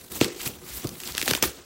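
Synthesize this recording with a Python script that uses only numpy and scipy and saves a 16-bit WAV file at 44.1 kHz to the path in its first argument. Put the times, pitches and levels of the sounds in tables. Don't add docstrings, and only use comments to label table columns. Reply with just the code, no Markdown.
import sys
import numpy as np
from scipy import signal
from scipy.fft import rfft, irfft, next_fast_len
from scipy.io import wavfile
from scipy.ndimage import uniform_filter1d, map_coordinates

SR = 44100
rng = np.random.default_rng(int(sys.argv[2]) if len(sys.argv) > 2 else 0)


def unload_wav(signal):
    wavfile.write(
        sys.argv[1],
        SR,
        np.round(np.clip(np.atleast_2d(signal).T, -1, 1) * 32767).astype(np.int16),
    )


N = 72765

# (frequency [Hz], relative level [dB])
ROOM_TONE = [(24, -44), (40, -24), (387, 13), (577, 6), (670, 9), (1350, -12), (1560, 6), (1730, -26),
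             (2160, -38), (15500, -21)]
# (time [s], hiss [dB], treble fizz [dB], box rumble [dB], low thrum [dB])
SLIDE = [(0, -52, -47.5, -51.5, -58.5), (0.095, -55, -51, -59, -63), (0.118, -43.5, -37, -47.5, -54),
         (0.172, -39, -35, -40.5, -43.5), (0.2, -46, -40.5, -43, -42), (0.21, -31, -42, -65, -42),
         (0.217, -26.5, -38, -65, -58), (0.24, -32, -36, -42.5, -41), (0.255, -36, -41, -30.5, -45),
         (0.3, -41.5, -52, -46, -68), (0.345, -49, -53, -53, -57), (0.39, -42, -43.5, -52.5, -60),
         (0.419, -39, -38, -47, -46), (0.469, -34.5, -31.5, -35, -55), (0.485, -37, -44, -40, -69),
         (0.498, -43, -43.5, -41.5, -63), (0.604, -55.5, -55, -56, -53.5), (0.652, -48.5, -45, -45, -62),
         (0.72, -43, -40.5, -55, -55), (0.777, -41, -33.5, -44, -46), (0.828, -45.5, -46, -51.5, -68),
         (0.844, -37.5, -38.5, -32, -47), (0.858, -45, -53, -34.5, -47), (0.885, -47.5, -47, -41.5, -40.5),
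         (0.99, -49, -43.5, -50.5, -68), (1.03, -44, -45, -53.5, -59), (1.081, -36, -35, -41, -55),
         (1.137, -45, -47, -49.5, -45.5), (1.189, -34.5, -40.5, -42.5, -50), (1.24, -44, -36, -51.5, -51),
         (1.265, -37, -37, -43, -61), (1.291, -29, -36, -38.5, -56), (1.325, -35.5, -36, -35, -50),
         (1.365, -33.5, -35.5, -46, -46), (1.4, -45, -47, -47, -52), (1.423, -43, -73, -49, -59),
         (1.426, -16.5, -42, -49, -55), (1.432, -23.5, -36, -25.5, -45), (1.454, -28.5, -30, -32.5, -46),
         (1.471, -35.5, -36, -39.5, -40), (1.519, -45, -50, -54, -59), (1.65, -54, -62, -56.5, -58)]
# (frequency [Hz], relative level [dB])
HISS = [(290, -2.5), (500, -9.5), (800, 0), (1100, -3.5), (1500, 0.5), (2500, 1.5), (4200, 1.5), (6000, 0),
        (8000, -2), (10400, -20), (17600, -66)]
# (frequency [Hz], gain [dB])
FIZZ = [(5000, -36), (8000, -7.5), (11000, -3), (15000, -1)]
# (frequency [Hz], width [Hz], relative gain [dB])
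BOX_MODES = [(65.6, 27, -13), (144.3, 58, 3), (230, 163, -5), (361, 14.5, 1.5), (426, 6.1, -12),
             (476.7, 13, -3.5), (571, 14, -14), (900, 26, -17), (1307, 320, -12)]
# (frequency [Hz], width [Hz])
THRUM = (64.6, 39)
# (mid time [s], relative level [dB], pitch [Hz], treble spray re ring [dB],
# base length [ms])
CRACKS = [(0.2125, -9, 3580, -25, 0.42), (0.2128, -13, 1300, -30, .8), (0.2263, -24, 4080, -18, 2.3),
          (0.2362, -22, 3270, -17, 0.94), (0.2451, -13.5, 3960, -19, 0.59), (.246, -18, 1720, -28, 1.3),
          (0.417, -25, 6500, -24, 1.6), (0.4586, -28, 7540, -7, 2), (0.4637, -27, 2460, 5.5, 3.6),
          (0.476, -24, 2860, 9, 0.8), (0.8468, -31, 1490, -1, 3.1), (0.8722, -22.5, 4860, -3, 0.85),
          (0.8918, -27, 4230, -6, 0.95), (1.002, -29.5, 1960, -10, 0.86), (1.004, -26, 7000, -12, 1.6),
          (1.005, -32.5, 2600, -22, 1.6), (1.036, -26, 2900, 0, 1.2), (1.056, -31, 4000, -14, 0.65),
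          (1.0758, -21, 3140, -17, 0.37), (1.118, -31, 3780, -10, 0.63), (1.1226, -26.5, 3400, -21, 1.1),
          (1.1508, -19, 3500, -27, 0.12), (1.171, -22, 3700, -26, 1.3), (1.1811, -16, 4400, -28, 0.64),
          (1.18, -13.5, 2580, -32, 1.07), (1.1994, -24.5, 4970, -17, 6.9), (1.2154, -12.5, 2500, -20, 0.15),
          (1.227, -25, 5800, -9, 4.3), (1.228, -17.5, 2900, -15, 2), (1.2507, -28, 5770, -3, 1.9),
          (1.259, -23, 3470, 2, 1.26), (1.2633, -23, 4030, -3, 1.7), (1.279, -10.5, 2200, -16, 1.04),
          (1.284, -13.5, 3800, -2, 1.6), (1.2946, -22, 3000, -14, 1.6), (1.302, -18.5, 3930, -20, 1.4),
          (1.3094, -12, 3800, -20, 1.5), (1.312, -12, 4330, -18, 0.7), (1.3116, -13.5, 1550, -25, .8),
          (1.335, -13.5, 3130, -16, .8), (1.3368, -13.5, 1780, -27, 1), (1.351, -11, 2730, -8, 0.71),
          (1.3746, -23, 6200, -12, 0.6), (1.376, -28.5, 950, -30, 1.8), (1.4258, -17, 2270, 7.5, 1.7),
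          (1.427, -12.5, 5630, -12, 2.4), (1.44, -17, 1400, -1, 3.75), (1.4564, -23, 7740, -4, 0.46)]
# (frequency [Hz], width [Hz], relative gain [dB])
BOARD_MODES = [(1350, 300, -9), (1850, 350, -7), (2560, 400, -2), (3800, 700, -4), (4350, 700, -3),
               (5300, 800, -5), (7800, 1200, -8)]
# (time [s], relative level [dB], panel pitch [Hz], box gain below about 210 Hz [dB],
# Q of the pop)
JOLTS = [(0.2138, -5, 310, -4.5, 0.79), (0.247, -26, 414, -4, 2), (.262, -28.5, 330, -6, 4.4),
         (.277, -34, 488, -10, 4.8), (0.28, -36, 336, -1, 4.5), (.301, -37, 373, -10, 2.6),
         (0.321, -44, 377, -12, 2.6), (.36, -38, 385, -15, 4.5), (0.463, -35, 135, -12, 1.7),
         (0.489, -34, 433, 9, 0.67), (0.518, -45, 350, 15, 1), (0.8491, -17, 269, 4, .7),
         (.851, -34.5, 553, -10, 3), (1.15, -33.5, 373, -15, 1), (1.229, -27.5, 334, 1, 1.04),
         (1.264, -33.5, 776, -10, 3.9), (1.266, -39, 278, -4, 2.2), (1.28, -21.5, 540, -26, 1.38),
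         (1.289, -31, 231, 0, 3.9), (1.3105, -19, 417, -2, 1.26), (1.316, -30, 114, -17, 1.25),
         (1.337, -20.5, 800, 5, 1), (1.349, -30, 276, -1.5, 1.9), (1.353, -31.5, 585, -10, 2.2),
         (1.4279, -20.5, 487, -17, 2.4), (1.4261, -25, 245, -25, 1.9), (1.437, -25, 960, -14, 3.5),
         (1.454, -29, 320, 0, 2.3)]
# (frequency [Hz], width [Hz])
HOLLOW = (437, 420)
# (frequency [Hz], T60 [s])
ROOM_T60 = [(100, 0.11), (400, 0.51), (2000, 0.48), (8000, 0.054), (15000, 0.37)]

ROOM_TONE_DB = -58.5
GRAINS_PER_S, GRAIN_SCATTER_DB, GRAIN_POWER_SHARE, PATCH_DB = 3000, 4, 0.27, 2
CLUMPS_PER_S, CLUMP_DB = 180, 1.5
SPARKS_PER_MS, SPARK_SCATTER_DB = 3.5, 5
CRACK_RISE, CRACK_FALL, SPRAY_FALL = 0.3, 0.95, 5.1
CRACK_Q, CRACK_LOW_CUT = 1.5, 0.42
BOARD_DB = -16
BOARD_DELAY_MS, BOX_DELAY_MS = 0.9, 0.35
DELAY_POWER = 1.2
CONTACT_PERIODS = 0.5
BOX_DB = -4.5
CRACK_ROOM_DB, JOLT_ROOM_DB = -15, -12
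TOP_HZ = 15800


def amp(db):
    return 10 ** (np.asarray(db) / 20)


def unit(x):
    return x / np.sqrt(np.mean(x ** 2) + 1e-20)


def along(points, hz):
    f, values = np.transpose(points)
    return np.interp(np.log(hz + 1), np.log(f + 1), values)


def filtered(x, response):
    size = next_fast_len(len(x) + SR // 2)
    return irfft(rfft(x, size) * response(np.fft.rfftfreq(size, 1 / SR)), size)[:len(x)]


def peak(f, hz, width_hz):
    return 1j * f * width_hz / (hz * hz - f * f + 1j * f * width_hz)


def modes(f, table):
    return sum((-1) ** k * amp(db) * peak(f, hz, width_hz)
               for k, (hz, width_hz, db) in enumerate(table))


def late(f, delay_ms):
    p = DELAY_POWER
    return np.exp(2j * np.pi * delay_ms * ((f + 15) / 1000) ** (1 - p) / (p - 1))


def room_tone():
    noise = rng.standard_normal(N)
    return amp(ROOM_TONE_DB) * unit(filtered(noise, lambda f: amp(along(ROOM_TONE, f))))


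def gritty(count):
    sizes = amp(GRAIN_SCATTER_DB * rng.standard_normal(count))
    clicks = (rng.random(count) < GRAINS_PER_S / SR) * sizes * rng.choice([-1, 1], count)
    smooth = np.sqrt(1 - GRAIN_POWER_SHARE) * rng.standard_normal(count)
    x = np.sqrt(GRAIN_POWER_SHARE) * unit(clicks) + smooth
    z = signal.stft(x, nperseg=256)[2]
    patches = uniform_filter1d(uniform_filter1d(rng.standard_normal(z.shape), 8, 0), 4, 1)
    return signal.istft(z * amp(PATCH_DB * unit(patches)), nperseg=256)[1][:count]


def sliding():
    time_s, *levels_db = np.transpose(SLIDE)
    clumps = map_coordinates(rng.standard_normal(N // 64), [np.arange(N) * CLUMPS_PER_S / SR])
    grit = gritty(N) * amp(CLUMP_DB * clumps)
    drag = rng.standard_normal(N)
    layers = [(grit, lambda f: amp(along(HISS, f))),
              (grit, lambda f: amp(along(FIZZ, f))),
              (grit, lambda f: modes(f, BOX_MODES) * peak(f, 348, 320)),
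              (drag, lambda f: peak(f, *THRUM) ** 2)]
    out = np.zeros(N)
    for level_db, (source, colour) in zip(levels_db, layers):
        gain = amp(np.interp(np.arange(N) / SR, time_s, level_db))
        out += gain * unit(filtered(source, colour))
    return out


def cracks():
    out = np.zeros(N + 2048)
    t_ms = np.arange(-256, 1792) / SR * 1000
    count = len(t_ms)
    for time_s, db, hz, treble_db, length_ms in CRACKS:
        u = (t_ms + length_ms / 2) / length_ms

        def shape(fall):
            return np.where(u < 0, np.exp(-(u / CRACK_RISE) ** 2), np.exp(-np.abs(u / fall) ** 0.75))

        def board(f):
            low_cut = (f / (f - 1j * CRACK_LOW_CUT * hz)) ** 2
            body = peak(f, hz, hz / CRACK_Q) + amp(BOARD_DB) * modes(f, BOARD_MODES)
            return late(f, BOARD_DELAY_MS) * low_cut * body

        sizes = amp(SPARK_SCATTER_DB * rng.standard_normal(count))
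        sparks = (rng.random(count) < SPARKS_PER_MS * 1000 / SR) * sizes
        sparks[np.argmin(np.abs(u))] = 1
        burst = sparks * rng.choice([-1, 1], count) + 0.15 * rng.standard_normal(count)
        ring = filtered(burst * shape(CRACK_FALL), board)
        ring /= np.sqrt(uniform_filter1d(ring ** 2, 30).max())
        spray = filtered(rng.standard_normal(count) * shape(SPRAY_FALL), lambda f: amp(along(FIZZ, f)))
        crack = ring + amp(treble_db) * spray
        out[round(time_s * SR) - 256:][:count] += amp(db) * crack / np.sqrt(2)
    return out[:N]


def jolts():
    out = np.zeros(N + SR // 2)
    t = np.arange(SR // 2) / SR
    for time_s, db, hz, depth_db, q in JOLTS:
        push = -q * np.sin(np.pi * np.clip(t * hz / CONTACT_PERIODS, 0, 1)) ** 2

        def panel_and_box(f):
            bass = 1 + (amp(depth_db) - 1) / (1 + (f / 210) ** 4)
            hollow_box = bass * modes(f, BOX_MODES) * late(f, BOX_DELAY_MS)
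            return peak(f, hz, hz / q) ** 2 + amp(BOX_DB) / q * hollow_box

        ring = filtered(push, panel_and_box)
        start = round(time_s * SR)
        out[start:][:len(t)] += 3 * amp(db) * ring[:len(out) - start]
    return out[:N]


def room(x, count=6):
    out = np.zeros(N)
    edges = np.linspace(0, N, count + 1).astype(int)
    for a, b in zip(edges, edges[1:]):
        hz, t, z = signal.stft(rng.standard_normal(SR // 2), SR, nperseg=256)
        decay = amp(-60 * t / along(ROOM_T60, hz)[:, None])
        tail = signal.istft(z * decay, SR, nperseg=256)[1]
        delayed = np.pad(x[a:b], (200, 0))
        wet = signal.fftconvolve(delayed, tail / np.linalg.norm(tail))[:N - a]
        out[a:a + len(wet)] += wet
    return out


def scene():
    snap, thump = cracks(), jolts()
    hollow = filtered(thump, lambda f: peak(f, *HOLLOW) ** 2)
    tail = room(amp(CRACK_ROOM_DB) * snap + amp(JOLT_ROOM_DB) * hollow)
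    return (room_tone() + sliding() + snap + thump + tail)[None]


def record(dry):
    return filtered(dry[0], lambda hz: hz < TOP_HZ)[None]


dry = scene()
out = record(dry)
unload_wav(out)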